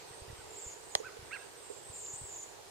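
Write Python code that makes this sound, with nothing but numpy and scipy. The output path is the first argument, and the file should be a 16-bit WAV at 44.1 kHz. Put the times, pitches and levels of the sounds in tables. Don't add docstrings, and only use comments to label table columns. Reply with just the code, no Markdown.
import sys
import numpy as np
from scipy import signal
from scipy.fft import rfft, irfft
from scipy.io import wavfile
from scipy.ndimage import uniform_filter1d

SR = 44100
rng = np.random.default_rng(int(sys.argv[2]) if len(sys.argv) > 2 else 0)


def waveform_to_disk(signal):
    frames = np.transpose(np.atleast_2d(signal))
    scaled = np.clip(frames, -1, 1) * 32767
    samples = np.round(scaled).astype(np.int16)
    wavfile.write(sys.argv[1], SR, samples)


N = 119070

# start_s, length_s, first_pitch_hz, last_pitch_hz, level_db, trills_per_s, pan_db, roughness
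NEAR_TRILLS = [(.503, 0.013, 7250, 7360, -51, 56, -2, .2), (.518, 0.055, 7070, 7280, -53, 29, -4, 1.3),
               (.552, 0.19, 7420, 6830, -47, 18.5, -2, 1.15), (.91, 0.1, 6850, 6510, -53, 35.4, -6.5, 0.88),
               (1.63, 0.13, 7440, 7400, -60.5, 36, -13, 1.03),
               (1.731, 0.083, 7570, 7400, -56, 35, -11, 0.73),
               (1.925, 0.245, 7290, 7000, -45, 35.2, -1.5, 1.08),
               (2.124, 0.18, 8240, 7430, -47.5, 40, 0.5, 1.47),
               (2.284, 0.166, 7130, 6750, -47, 30.3, -3, 1.01)]
THIN_TRILLS = [(.055, 0.17, 8250, 8240, -58.5, 36.5, -2.7, 1.14),
               (.3, 0.15, 8300, 8280, -61, 37.7, -3, 0.85), (.36, 0.15, 7600, 7450, -64.5, 35.3, 1, .6),
               (.54, 0.21, 8100, 8320, -62.5, 37.3, 0, 1), (.795, 0.18, 8160, 8100, -57.5, 38, -3, 1.9),
               (1.235, 0.31, 8320, 8180, -59.5, 36.5, -5.5, 1.05),
               (1.555, 0.19, 8220, 8450, -57.5, 36.5, -1.95, 0.9),
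               (1.825, 0.133, 8160, 8140, -53.5, 36.4, -4, 1.5),
               (1.945, 0.073, 8350, 8370, -50.5, 37, -2, 0.74), (2.39, 0.13, 8040, 7400, -63, 36.4, -2, 1)]

def waxwings(calls, buzz_per_s, buzz_hz, trill_hz, jitter_hz, throb_db, calm):
    out = np.zeros((2, N))
    attack_s, release_s = 0.009, 0.0096
    for start, length, first_hz, last_hz, db, trills_per_s, pan_db, roughness in calls:
        t = np.arange(0, length, 1 / SR)
        progress, size = t / length, len(t)
        crest = np.sin(np.pi * trills_per_s * t) ** 2
        trill = 2 * crest - 1
        depth = roughness * (0.7 + progress / 2) * (1 - calm * crest ** 2)
        buzz = 2 * np.pi * np.cumsum(buzz_per_s * (1 + 0.217 * wander(size, 83))) / SR
        sweep = np.sin(buzz) + np.sin(2 * buzz) / 2
        hz = first_hz + (last_hz - first_hz) * progress ** 1.6 + trill_hz * trill
        hz += depth * (buzz_hz * sweep + jitter_hz * np.tanh(wander(size, 455)))
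        phase = 2 * np.pi * np.cumsum(hz) / SR
        whistle = np.sin(phase) + amp(-28.5) * np.sin(2 * phase)
        fade = np.clip(np.minimum(t / attack_s, (length - t) / release_s), 0, 1)
        swell = amp(3 * np.sin(np.pi * progress) + throb_db * trill + 1.4 * wander(size, 77))
        pulse = 1 - np.clip(0.4 * depth, 0, 1) * np.cos(buzz)
        add(out, start, pan(pan_db) * amp(db) * unit(fade * swell * pulse * whistle))
    return out

# start_s, length_s, top_pitch_hz, level_db, upper_overtones_db, pan_db
YELPS = [(0.1, 0.074, 646, -66, -9, -3), (0.27, 0.053, 660, -62, 1, -4), (.36, .08, 513, -64.5, -8, -3),
         (1.027, .076, 517, -50.5, -11.5, -6.5), (1.307, 0.071, 553.7, -45, -0.5, -9.5)]
# pitch_multiple, level_db
YELP_OVERTONES = [(2, -18), (3, 0), (4, -22), (5, -2), (6, -10), (8, -11)]
# frequency_hz, gain_db
YELP_THROAT = [(900, -11), (1300, -4.5), (1650, 0.5), (2800, 1), (3050, -15), (3350, -12), (4400, -3)]

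def yelps():
    out = np.zeros((2, N))
    for start, length, top_hz, db, upper_db, pan_db in YELPS:
        t = np.arange(0, length, 1 / SR)
        arch = np.sin(np.pi * t / length)
        waver = 1 + 0.015 * wander(len(t), 600)
        voice = 0
        for multiple, overtone_db in YELP_OVERTONES:
            is_upper = multiple * top_hz > 1900
            bend = 0.37 if is_upper else 0.299
            hz = multiple * top_hz * waver * (1 - bend * (1 - arch ** 1.303))
            level_db = overtone_db + curve_at(YELP_THROAT, hz) + is_upper * upper_db
            level_db += 2.5 * wander(len(t), 200)
            voice += amp(level_db) * np.sin(2 * np.pi * np.cumsum(hz) / SR)
        add(out, start, pan(pan_db) * amp(db) * unit(voice * arch ** 0.64))
    return out

# pitch_hz, relative_level_db, fade_s, delay_s, right_lag_radians
SNAP_TONES = [(413, -12, 0.022, 0.0011, 1), (610, -2, 0.019, 0.00057, 3.5), (845, -2.5, 0.012, 0.00094, 4),
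              (1010, -10, 0.01, 0.0012, 4), (1190, -7.5, 0.013, 0.00064, 1.13),
              (1920, -2, 0.0078, 0.00056, 0.88), (2440, -16, 0.022, 0.00015, 4.5),
              (3270, 2.5, 0.0074, 0.00017, -1.53), (4190, 1.5, 0.0079, 0.0001, -2),
              (4930, 0, 0.0065, 0.00024, 2.1), (5900, 4.5, 0.0054, 0.00022, -3),
              (8200, -1, 0.0072, 0.000093, 3.5), (9640, -2.5, 0.004, .0002, -5.02)]

def snap():
    out, t = np.zeros((2, N)), np.arange(2000) / SR
    start_s, ring_db = 0.9515, -16
    for hz, db, fade_s, delay_s, lag in SNAP_TONES:
        ring = stereo_tone(t, hz, lag) * (1 - np.exp(-t / 0.00025))
        add(out, start_s + delay_s, amp(ring_db + db) * die_away(t, fade_s) * ring)
    crack = rng.standard_normal((2, len(t))) * (1 - np.exp(-t / 0.00032))
    crack *= amp(-20) * die_away(t, fade_s=0.0067)
    add(out, start_s, keep_band(crack, "low", 12000))
    return keep_band(out, "high", 390)

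# start_s, pitch_hz, level_db
KNOCKS = [(1.0003, 457, -35.5), (1.0118, 426, -41.5), (1.168, 446, -44.5), (1.7005, 435, -37),
          (1.7105, 442, -40.5)]
# start_s, pitch_hz, level_db
BUMPS = [(.108, 107, -51), (.218, 76, -42.5), (.279, 90, -46.5), (.299, 107, -41), (.328, 81.5, -42.5),
         (.388, 92, -46.5), (.663, 76, -44.5), (.951, 100, -46), (1.19, 81.2, -46.5), (1.225, 109, -48),
         (1.898, 90, -45.5), (2.135, 116, -48), (2.214, 111, -42.5), (2.237, 78, -45)]

def thuds(blows, rise_s, pan_db, lag_radians):
    out, t = np.zeros((2, N)), np.arange(6000) / SR
    swell = t / rise_s * np.exp(1 - t / rise_s)
    for start, hz, db in blows:
        add(out, start, pan(pan_db) * amp(db) * swell * stereo_tone(t, hz, lag_radians))
    return out

# start_s, level_before_filter_db
TWIG_TICKS = [(.2774, -51), (1.952, -44), (2.0622, -39)]

def twig_ticks():
    out, t = np.zeros((2, N)), np.arange(1500) / SR
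    for start, db in TWIG_TICKS:
        add(out, start, rng.standard_normal((2, len(t))) * amp(db) * die_away(t, fade_s=0.029))
    return keep_band(out, "band", [2780, 7000])

def scatter(sound, fade_s, echo_db, likeness):
    t = np.arange(SR) / SR
    left, other = rng.standard_normal((2, SR)) * die_away(t, fade_s) * (t > 0.001)
    tail = np.array([left, blend(left, other, likeness)]) / np.linalg.norm(left)
    echoes = amp(echo_db) * signal.fftconvolve(sound, tail, axes=1)[:, :N]
    return (sound + echoes) / np.hypot(1, amp(echo_db))

def far_trees(sound, fade_s, echo_db, top_hz):
    t = np.arange(SR) / SR
    tail = unit(rng.standard_normal((2, SR)) * die_away(t, fade_s) * (t > 0.01)) / np.sqrt(SR)
    tail = keep_band(tail, "low", top_hz, order=4)
    return sound + amp(echo_db) * signal.fftconvolve(sound, tail, axes=1)[:, :N]

# frequency_hz, relative_level_db
LOW_HAZE = [(15, -23), (25, -21), (97, -7), (140, -9), (231, -18), (410, 1.5), (579, -6.5), (958, -5.5),
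            (1070, -9.5), (1350, -12.5), (1950, -13), (2090, -14), (2820, -14.5), (3090, -15), (6000, -15),
            (7800, -48), (13200, -120)]
# frequency_hz, relative_level_db
HIGH_HISS = [(4500, -25), (6200, 1.5), (9200, 0), (9900, -7.5), (14000, -6), (16000, -17)]
# frequency_hz, likeness (1 is alike, 0 or less is unrelated)
SIDE_LIKENESS = [(60, -0.38), (130, -0.74), (290, -0.15), (640, -0.077), (1410, -0.87), (3100, -0.044),
                 (6820, 0.17), (15000, 1)]
# frequency_hz, lead_radians
LEFT_LEAD = [(0, 0), (5340, 2), (6630, 8.5), (8180, 5), (8870, 0.5), (13400, 2.5), (14400, 2), (16200, 23)]
# frequency_hz, pan_db
HAZE_PAN = [(60, 8.5), (120, 4.5), (240, -0.5), (480, -5.5), (950, -6), (1890, -2), (3770, -2.5),
            (7520, -1), (15000, 2)]

def haze(spectrum, level_db, top_hz, patchy_db):
    hz = np.fft.rfftfreq(2048, 1 / SR)
    a, b, c, d, patches = rng.standard_normal((N // 512 + 5, len(hz), 5)).T
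    left, other = a + 1j * b, c + 1j * d
    patches = unit(uniform_filter1d(uniform_filter1d(patches, 20, 0), 7, 1))
    likeness = np.clip(curve_at(SIDE_LIKENESS, hz), 0, 1)[:, None]
    right = blend(left, other, likeness) * np.exp(-1j * curve_at(LEFT_LEAD, hz))[:, None]
    side = amp(curve_at(HAZE_PAN, hz) / 2)[:, None]
    colour = amp(curve_at(spectrum, hz)) / np.sqrt(1 + (hz / top_hz) ** 20)
    slices = np.array([left * side, right / side]) * colour[:, None] * amp(patchy_db * patches)
    return amp(level_db) * unit(signal.istft(slices, nperseg=2048, noverlap=1536)[1][:, :N])

def amp(db):
    return 10 ** (np.asarray(db) / 20)

def unit(sound):
    return sound / np.sqrt(np.mean(sound ** 2) + 1e-20)

def die_away(t, fade_s):
    return amp(-60 * t / fade_s)

def curve_at(points, hz):
    row_hz, values = np.transpose(points)
    return np.interp(np.log(hz + 1), np.log(row_hz), values)

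def add(mix, start_s, sound):
    part = mix[:, round(start_s * SR):][:, :sound.shape[-1]]
    part += sound[..., :part.shape[1]]

def pan(db):
    return amp([[db / 2], [-db / 2]])

def stereo_tone(t, hz, lag_radians):
    return np.sin(2 * np.pi * hz * t - np.array([[0], [lag_radians]]))

def blend(noise, other, likeness):
    return likeness * noise + np.sqrt(1 - likeness ** 2) * other

def keep_band(sound, kind, hz, order=2):
    return signal.sosfilt(signal.butter(order, hz, kind, fs=SR, output="sos"), sound)

def wander(size, rate_hz):
    hz = np.fft.rfftfreq(SR, 1 / SR)
    return unit(irfft(rfft(rng.standard_normal(SR)) * np.exp(-(hz / rate_hz) ** 2)))[:size]

# time_s, gain_db
HAZE_SWELL = [(0, 1), (.2, 0.5), (.55, 1), (.8, 0), (1.2, .5), (1.55, -.5), (2.7, -0.5)]

def scene():
    near = waxwings(NEAR_TRILLS, buzz_per_s=150, buzz_hz=360, trill_hz=200, jitter_hz=320,
                    throb_db=3.3, calm=0.85)
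    near = scatter(near, fade_s=0.03, echo_db=-5, likeness=0.4)
    thin = waxwings(THIN_TRILLS, buzz_per_s=170, buzz_hz=215, trill_hz=80, jitter_hz=140,
                    throb_db=1.6, calm=0.2)
    thin = scatter(thin, fade_s=0.04, echo_db=1, likeness=0.13)
    flock = scatter(near + thin, fade_s=0.5, echo_db=-5.5, likeness=0.1)
    far_bird = scatter(yelps(), fade_s=0.4, echo_db=-12, likeness=0.76)
    far_bird = far_trees(far_bird, fade_s=1.1, echo_db=-7.5, top_hz=1850)
    close = scatter(snap(), fade_s=0.11, echo_db=-20, likeness=0.2) + twig_ticks()
    close += thuds(KNOCKS, rise_s=0.0031, pan_db=-11, lag_radians=2.72)
    close += thuds(BUMPS, rise_s=0.0036, pan_db=-2.5, lag_radians=0.27)
    swell = amp(np.interp(np.arange(N) / SR, *np.transpose(HAZE_SWELL)))
    air = swell * haze(LOW_HAZE, level_db=-52, top_hz=5690, patchy_db=1)
    hiss = haze(HIGH_HISS, level_db=-59.5, top_hz=15500, patchy_db=1.9)
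    return flock + far_bird + close + air + hiss

def record(dry):
    dip_hz, dip_width_hz, top_hz = 7730, 47, 15750
    hz = np.fft.rfftfreq(N, 1 / SR)
    dip = 1 - np.exp(-((hz - dip_hz) / dip_width_hz) ** 2)
    top_cut = signal.firwin(511, top_hz, window=("kaiser", 9), fs=SR)
    return signal.oaconvolve(irfft(rfft(dry) * dip, N), top_cut[None], "same")

dry = scene()
out = record(dry)
waveform_to_disk(out)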